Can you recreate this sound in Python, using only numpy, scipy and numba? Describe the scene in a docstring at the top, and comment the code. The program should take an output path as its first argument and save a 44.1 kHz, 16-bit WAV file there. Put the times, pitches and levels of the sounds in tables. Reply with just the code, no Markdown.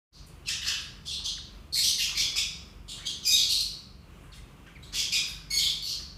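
"""A floor fan's hum fades in; lovebird chicks held in cupped hands squawk in clusters in a tiled room.
Each squawk is a syrinx tone near 2-3 kHz that breaks into chaos and half-pitch lines, coloured by
throat and beak. Feather rustles and small peeps fill the gaps, and the tiles echo the birds.
The fan sounds multiples of its shaft rate over the rush of moving air."""
import sys
import numpy as np
from scipy import signal
from scipy.fft import rfft, irfft
from scipy.io import wavfile
from scipy.ndimage import uniform_filter1d
from numba import njit

SR = 44100
rng = np.random.default_rng(int(sys.argv[2]) if len(sys.argv) > 2 else 0)


def store_pcm(level_fs):
    """Save levels as 16-bit WAV."""
    pcm = np.round(np.clip(level_fs, -1, 1) * 32767).astype(np.int16)
    wavfile.write(sys.argv[1], SR, np.atleast_2d(pcm).T)


N = 272097


def undb(db):
    return 10 ** (np.asarray(db) / 20)


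def unit(x):
    return x / np.sqrt(np.mean(x ** 2))


@njit
def svf(x, hz, width_hz, high):
    """State-variable filter with a moving centre: band-pass, or high-pass if high is 1."""
    y, band_state, low_state = np.empty(len(x)), 0., 0.
    for i in range(len(x)):
        g, damping = np.tan(np.pi * hz[i] / SR), width_hz[i] / hz[i]
        mid = (band_state + g * (x[i] - low_state)) / (1 + g * (g + damping))
        low = low_state + g * mid
        band_state, low_state = 2 * mid - band_state, 2 * low - low_state
        y[i] = high * (x[i] - damping * mid - low) + (1 - high) * damping * mid
    return y


def band(x, hz, width_hz):
    """A resonance applied twice, for steep skirts."""
    hz, width_hz = np.full(len(x), hz, float), np.full(len(x), width_hz, float)
    return svf(svf(x, hz, width_hz, 0.), hz, width_hz, 0.)


def walk(hz, count=N):
    """Smooth random wander of RMS 1, turning about hz times a second."""
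    span = max(int(SR / hz), 1)
    return unit(uniform_filter1d(uniform_filter1d(rng.standard_normal(count), span), span))


def add(track, x, start_s):
    i = int(start_s * SR)
    track[i:i + len(x)] += x[:N - i]


def fan(shaft_hz=23.5, flutter_hz=16, flutter_depth=.9):
    """Shaft harmonics flutter in the turbulent intake, over moving air that swells slowly."""
    # Each row: multiple of the shaft rate, level in dB.
    harmonics = [(2, -49), (3, -51), (4, -60), (5, -60), (6, -58), (7, -58), (8, -61), (9, -62), (12, -67)]
    # Each row: frequency in Hz, relative spectral density in dB.
    air_spectrum = [(20, -17), (45, -13), (130, 0), (200, -12), (260, -9.5), (340, -8.5), (520, -15),
                    (850, -18.5), (1150, -14), (1800, -23), (2700, -19), (4500, -32.5), (6500, -32),
                    (15000, -38.5)]
    # Each row: time in seconds, mean air level in dB.
    air_levels = [(.3, -51.5), (1.4, -51.5), (2.7, -51.5), (3.3, -49), (4, -52), (5.1, -50), (6.1, -53)]
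    phase = 2 * np.pi * np.cumsum(shaft_hz * (1 + .004255 * walk(1.83))) / SR
    hum = 0
    for k, db in harmonics:
        flutter = 1 + flutter_depth * (walk(flutter_hz) + 1j * walk(flutter_hz))
        hum += undb(db) * unit(np.imag(flutter * np.exp(1j * k * phase)))
    bin_hz = np.fft.rfftfreq(N, 1 / SR) + 1
    air_hz, air_db = np.transpose(air_spectrum)
    colour = undb(np.interp(np.log(bin_hz), np.log(air_hz), air_db, left=-40))
    air = unit(irfft(rfft(rng.standard_normal(N)) * colour, N))
    swell_db = np.interp(np.arange(N) / SR, *np.transpose(air_levels)) + 1.53 * walk(6)
    return hum + undb(swell_db) * air


def syrinx(hz, rough, half_share, chaos_hz=496.7, breath_db=3.5):
    """A chaotic cycle plus breath noise; every second beat is weaker, giving half-pitch lines."""
    jitter = .3 * (.0084 + 1.5 * rough ** 3) * walk(chaos_hz, len(hz))
    half_phase = np.pi * np.cumsum(hz * (1 + jitter)) / SR
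    voice = undb(breath_db) * (rough + .46) * rng.standard_normal(len(hz))
    for k in range(1, 15):
        gain = (half_share if k % 2 else 1) * (k * hz / 2 < 16500)
        voice += gain * np.cos(k * half_phase + k ** 2)
    for _ in range(3):  # the tiny body radiates little below the pitch
        voice = svf(voice, (.9 - .041 * rough) * hz, 1.16 * hz, high=1.)
    return voice


def squawk(contour, colour, attack_s=.009, release_s=.015, rasp_hz=159):
    """The syrinx rings throat, beak and higher resonances. Returns the call and its start in seconds."""
    # Each row: centre in Hz, width in Hz, relative gain in dB.
    top_resonances = [(9500, 3000, 0), (12300, 2600, -3), (14600, 1600, -10)]
    times_s, *columns = np.transpose(contour)
    t = np.arange(times_s[0] - attack_s, times_s[-1] + release_s, 1 / SR)
    hz, level_db, lean_db, rough, half_share = (np.interp(t, times_s, c) for c in columns)
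    base_db, throat_hz, beak_from_hz, beak_to_hz, upper_hz, upper_db, top_db, tire_db_per_s = colour
    voice = syrinx(hz, rough, half_share)

    widen = .42 + rough
    base = band(voice, hz, (.27 + .49 * rough) * hz)
    throat = band(voice, throat_hz, widen * 1400)
    beak = band(voice, np.linspace(beak_from_hz, beak_to_hz, len(t)), widen * 1800)
    upper = band(voice, upper_hz, widen * 2800)
    top = sum((-1) ** k * undb(db) * band(voice, centre_hz, width_hz)
              for k, (centre_hz, width_hz, db) in enumerate(top_resonances))

    age_s = t - t[0]
    tired_db = tire_db_per_s * age_s
    effort_db = level_db - level_db.max()  # weaker effort is duller
    scratch_db = 3 * walk(400, len(t))  # sharp closures spike the treble
    parts = [(base, base_db - 48 * age_s),
             (throat, np.minimum(-lean_db, 0)),
             (beak, np.minimum(lean_db, 0)),
             (upper, upper_db + .6 * effort_db - .95 * tired_db + scratch_db / 2),
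             (top, top_db + .89 * effort_db - tired_db + scratch_db)]
    call = 0
    for part, db in parts:
        running_rms = np.sqrt(np.abs(uniform_filter1d(part ** 2, SR // 40)) + 1e-6)
        call += undb(level_db + db) * part / running_rms
    rasp = unit(undb(3.745 * rough * walk(rasp_hz, len(t))))  # membranes slap shut irregularly
    edges = np.clip(age_s / attack_s, 0, 1) * np.clip((t[-1] - t) / release_s, 0, 1)
    return call * rasp * edges ** 2, t[0]


def squawks():
    """Clusters of calls, each with its own pitch contour and resonances."""
    # One table per call. Each row: time in seconds, pitch in Hz, level in dB, beak over throat in dB,
    # roughness 0-1, half-pitch share 0-1.
    contours = [
        [(.13, 2270, -42, 15, 0.79, 0.3), (.2, 2326, -64.5, 22, 0.91, .9), (.26, 2420, -71, 2, 0.8, .4)],
        [(.455, 2688, -50, -4, .5, 0.4), (.478, 2680, -31.5, 3, 0.42, 0.8), (.49, 2693, -25, 15, 0.61, 0.8),
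         (.494, 1797, -31.5, -7, 0.83, .9), (.525, 1865, -33, 0, 0.55, 1), (.56, 1840, -45.5, 6, 0.4, .9)],
        [(.62, 2012, -34.5, -29, 0.43, 0.7), (.65, 1694, -33.5, 2, .69, .9), (.685, 1666, -26, 6, 0.71, 1),
         (.715, 1864, -34.5, -33, 0.57, 0.7), (.75, 1540, -34, -12, 0.66, 1), (.785, 1783, -68, -12, 0.6, 0.6)],
        [(1.055, 3090, -50, -3, 0.82, 0.7), (1.072, 3067, -34, 19, 0.42, 0), (1.086, 3577, -34.5, -1, .2, 0),
         (1.105, 2870, -38, -7, 0.28, 0.15), (1.14, 2754, -37.5, 2, 0.52, 1), (1.175, 3470, -46, -6, .62, 0.3)],
        [(1.245, 3103, -37.5, 18, .4, .4), (1.262, 3124, -28.5, 1, 0.39, .15), (1.27, 3600, -38, -12, 0.16, .2),
         (1.288, 2850, -28, -21, 0.42, 0.2), (1.325, 3045, -55, -21, 0.66, .9)],
        [(1.73, 4283, -34.5, -3, 0.35, 0), (1.753, 4380, -29.5, 6, 0.58, .1), (1.757, 2152, -26, 11, 0.67, 0.1),
         (1.8, 2191, -28, 13, 0.58, 0.1), (1.84, 3100, -28, 5, 0.44, 0), (1.88, 3130, -24, 8.5, .49, 0),
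         (1.915, 3170, -35, 9, 0.79, 0.4)],
        [(1.985, 2010, -30, 7, 0.56, 0.05), (2.01, 2059, -25.5, -4, 0.68, 0.8),
         (2.05, 2727, -31, 5.5, 0.61, .8), (2.085, 2710, -42, -10.5, 0.6, .2)],
        [(2.155, 2298, -33, 20, 0.56, 0), (2.185, 2383, -26.5, 1, 0.57, .8), (2.215, 2510, -27, 5, 0.75, .8),
         (2.24, 3464, -31.5, -14, 0.08, 0.3), (2.26, 3320, -34, 9, 0.2, 0.85)],
        [(2.36, 2545, -27, 20, 0.53, 0.5), (2.385, 2442, -25.5, -1.5, 0.6, .6),
         (2.41, 2563, -35, 9.5, 0.64, .7), (2.435, 2535, -54, 15, 0.45, .4)],
        [(2.885, 3056, -44.5, -9, 0.71, .8), (2.915, 3110, -42, -19, .78, 0.6),
         (2.99, 3040, -54.5, 1.5, 0.3, .9)],
        [(3.058, 3150, -34.5, -17, 0.42, 0.7), (3.075, 3170, -28, -19.5, 0.55, 0.75),
         (3.08, 3660, -41, -17, 0.13, 0.2), (3.097, 2890, -34, -4.5, 0.4, .4), (3.115, 3130, -48, 0.5, 0.55, 1)],
        [(3.232, 3070, -42, -9.5, 0.36, 0.4), (3.247, 3100, -37, 4, 0.28, .3),
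         (3.253, 2441, -29.5, 14.5, 0.39, 1), (3.275, 2439, -21.5, 14.5, 0.26, 0),
         (3.31, 2501, -22.5, 15, 0.45, 1), (3.345, 2503, -21.5, -19, 0.26, 0.8),
         (3.375, 2472, -26, -2, 0.53, 0.8), (3.4, 2192, -26, 6, 0.49, 1), (3.435, 2364, -29, 8.5, 0.63, 1)],
        [(3.495, 2844, -27.5, 2, 0.49, 0.98), (3.52, 2930, -29, -3, 0.51, 0.92),
         (3.55, 2768, -31, -4, 0.54, 0.97), (3.585, 2842, -34, 8, 0.47, 1), (3.61, 2910, -27, 18, 0.62, 1)],
        [(4.83, 3880, -48.5, -11, 0.4, .5), (4.875, 3910, -62, -4, 0.75, .1)],
        [(4.925, 1988, -42, 10, 0.8, 0.5), (4.95, 2116, -29.5, -2.5, 0.91, 0.3),
         (4.985, 2675, -26.5, 2, 0.71, 0.9), (5.015, 2293, -34, 3, 0.87, 1), (5.045, 2160, -33, -9, 0.38, 1)],
        [(5.125, 2456, -24, 34, .59, .8), (5.15, 2506, -24.5, -0.5, 0.5, 1), (5.18, 2433, -28.5, -5.5, 0.66, 1),
         (5.21, 2453, -43, 1, 0.57, 1)],
        [(5.509, 2167, -27.5, 33, 0.41, 0.1), (5.53, 2200, -25.5, 8, 0.23, 0), (5.57, 2165, -25, 13, 0.27, 0.3),
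         (5.6, 2320, -27.5, -1, .58, 0.9), (5.64, 2300, -25.5, -18, 0.57, 0.25),
         (5.68, 2324, -29.5, -8, 0.43, 1), (5.71, 2330, -34.5, 5, 0.62, 1)],
        [(5.825, 2994, -34, 28, 0.25, 0.79), (5.86, 3004, -31.5, 21, 0.41, 0.7),
         (5.9, 2980, -34, 17, 0.61, 0.46), (5.93, 2894, -34.5, 17.5, .5, 0.7),
         (5.96, 2924, -41.5, 22, 0.53, 0.3), (6.0, 2940, -71, 13, 0.6, 0.8)],
    ]
    # One row per call: fundamental offset in dB, throat in Hz, beak start and end in Hz, upper resonance
    # in Hz, upper and top offsets in dB, treble tiring in dB/s. Offsets are from the contour's level.
    colours = [(-19, 3200, 4400, 4600, 7400, -20, -22, 10), (-3.5, 3270, 3640, 6200, 6100, -6, -24, 90),
               (-4.5, 2990, 3700, 6100, 5600, -12, -12.5, 52), (-6.5, 3700, 4780, 3660, 7100, -4, -47, 80),
               (-9, 3890, 4770, 3500, 6100, -13, -51, 80), (-7, 4070, 4290, 4440, 7870, -1, -8.5, 37),
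               (-9, 3050, 3730, 6800, 5760, -14.5, -8.5, 123),
               (-4, 3600, 4320, 4970, 6200, -27, -11.5, 120), (-9, 3160, 5080, 5700, 6600, -10, -19, 120),
               (0.5, 3800, 4030, 6100, 6800, 1, -40, 29), (-8.5, 3780, 4500, 4400, 5900, -4.5, -34, 57),
               (-8.5, 3750, 5170, 4100, 5720, -1, -10, 38), (-9, 3900, 4250, 4270, 8040, -4.5, -11.5, 39),
               (-8, 3300, 2900, 6400, 6300, -7, -17, 30), (-7, 3290, 4350, 4700, 5800, -6, -11, 92),
               (-4, 3430, 4830, 4750, 6250, -10, -19, 122), (-9.5, 3550, 4850, 4250, 6500, -2, -8, 64),
               (-16, 3600, 4400, 4480, 6230, -18, -15.5, 18)]
    out = np.zeros(N)
    for contour, colour in zip(contours, colours):
        add(out, *squawk(contour, colour))
    return out


def room(x, gain_db=.88, gap_s=.0029):
    """Dense echo off the tiles; the top treble dies first."""
    # Each row: band centre in Hz, 60 dB decay time in seconds, relative spectral density in dB.
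    decays = [(1060, 0.42, -1.7), (1890, 0.71, -0.9), (2770, 0.5, 3.44), (4410, 0.65, -0.5),
              (6490, 0.46, 1), (8970, 0.42, 0.5), (14150, 0.39, 0)]
    t = np.arange(int(.9 * SR)) / SR
    tail = 0
    for hz, t60_s, db in decays:
        noise = unit(band(rng.standard_normal(len(t)), hz, .8 * hz))
        tail += noise * np.sqrt(hz) * undb(db - 60 * t / t60_s)
    tail *= np.clip(t / gap_s - 1, 0, 1)
    tail /= np.sqrt(np.sum(tail ** 2))
    return undb(gain_db) * signal.fftconvolve(x, tail)[:N]


def rustles(grain_db=3.5, grain_hz=200):
    """Feathers and claws scrape on skin: short bursts of grainy noise."""
    # Each row: start in seconds, length in seconds, centre in Hz, level before the envelope in dB.
    scrapes = [(0.262, 0.042, 9600, -53.5), (0.468, 0.21, 1390, -50), (0.639, 0.28, 1390, -46),
               (0.797, 0.056, 9050, -54), (2.72, 0.044, 11000, -81), (4.338, 0.055, 8900, -55),
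               (4.673, 0.0022, 5960, -51), (4.688, .004, 6000, -62), (4.2, 0.16, 8900, -66),
               (4.788, 0.0036, 11000, -63), (5.263, 0.074, 10800, -47), (1.164, 0.32, 1040, -56),
               (2.047, 0.32, 1260, -48.5), (2.346, 0.11, 1100, -50), (2.976, 0.14, 1670, -50),
               (4.219, 0.25, 1420, -58), (4.315, 0.064, 3900, -49.5), (4.662, 0.051, 1920, -50),
               (4.83, 0.048, 8900, -58.5), (4.929, 0.059, 1290, -46.5), (5.11, 0.54, 1296, -52.5),
               (5.675, 0.043, 1550, -52), (5.985, 0.055, 1690, -51)]
    out = np.zeros(N)
    for start_s, length_s, hz, db in scrapes:
        n = int(length_s * SR)
        progress = np.linspace(0, 1, n)
        envelope = np.minimum(progress / .12, 1) * (1 - progress)
        grains = rng.standard_normal(n) * undb(grain_db * walk(grain_hz, n))
        add(out, undb(db) * unit(band(grains, hz, .8 * hz)) * envelope, start_s)
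    return out


def peeps(wobble_depth=.025, wobble_hz=740):
    """Short, shaky falling tones with a weak octave."""
    # Each row: start in seconds, length in seconds, start and end pitch in Hz, level before the mix in dB.
    glides = [(1.37, .022, 2500, 950, -46), (3.03, .03, 2250, 2200, -47), (4.316, .028, 4900, 2900, -49),
              (4.37, .035, 2080, 2020, -55), (4.674, .022, 1650, 1450, -50), (4.75, .03, 2650, 1750, -46),
              (5.99, .03, 1250, 1150, -54)]
    out = np.zeros(N)
    for start_s, length_s, from_hz, to_hz, db in glides:
        n = int(length_s * SR)
        hz = np.linspace(from_hz, to_hz, n) * (1 + wobble_depth * walk(wobble_hz, n))
        phase = 2 * np.pi * np.cumsum(hz) / SR
        tone = np.sin(phase) + .19 * np.sin(2 * phase)
        add(out, undb(db) * np.hanning(n) ** .5 * tone, start_s)
    return out


def scene():
    """Chicks, echo and fan in mono. 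The peeps point at the listener, so the walls get less of them."""
    chicks = squawks() + rustles()
    peeping = peeps()
    direct = chicks + undb(3) * peeping
    echo = room(chicks + undb(-4) * peeping)
    return (direct + echo + fan())[None]


def record(dry, cutoff_hz=15500):
    """The level fades in and the top is cut."""
    # Each row: time in seconds, gain in dB. The last gain holds.
    fade_in = [(.11, -56), (.125, -21.5), (0.149, -10.5), (.19, -3.5)]
    gain = undb(np.interp(np.arange(N) / SR, *np.transpose(fade_in), left=-90))
    lowpass = signal.ellip(10, .2, 70, cutoff_hz, fs=SR, output="sos")
    return signal.sosfilt(lowpass, dry * gain)


dry = scene()
out = record(dry)
store_pcm(out)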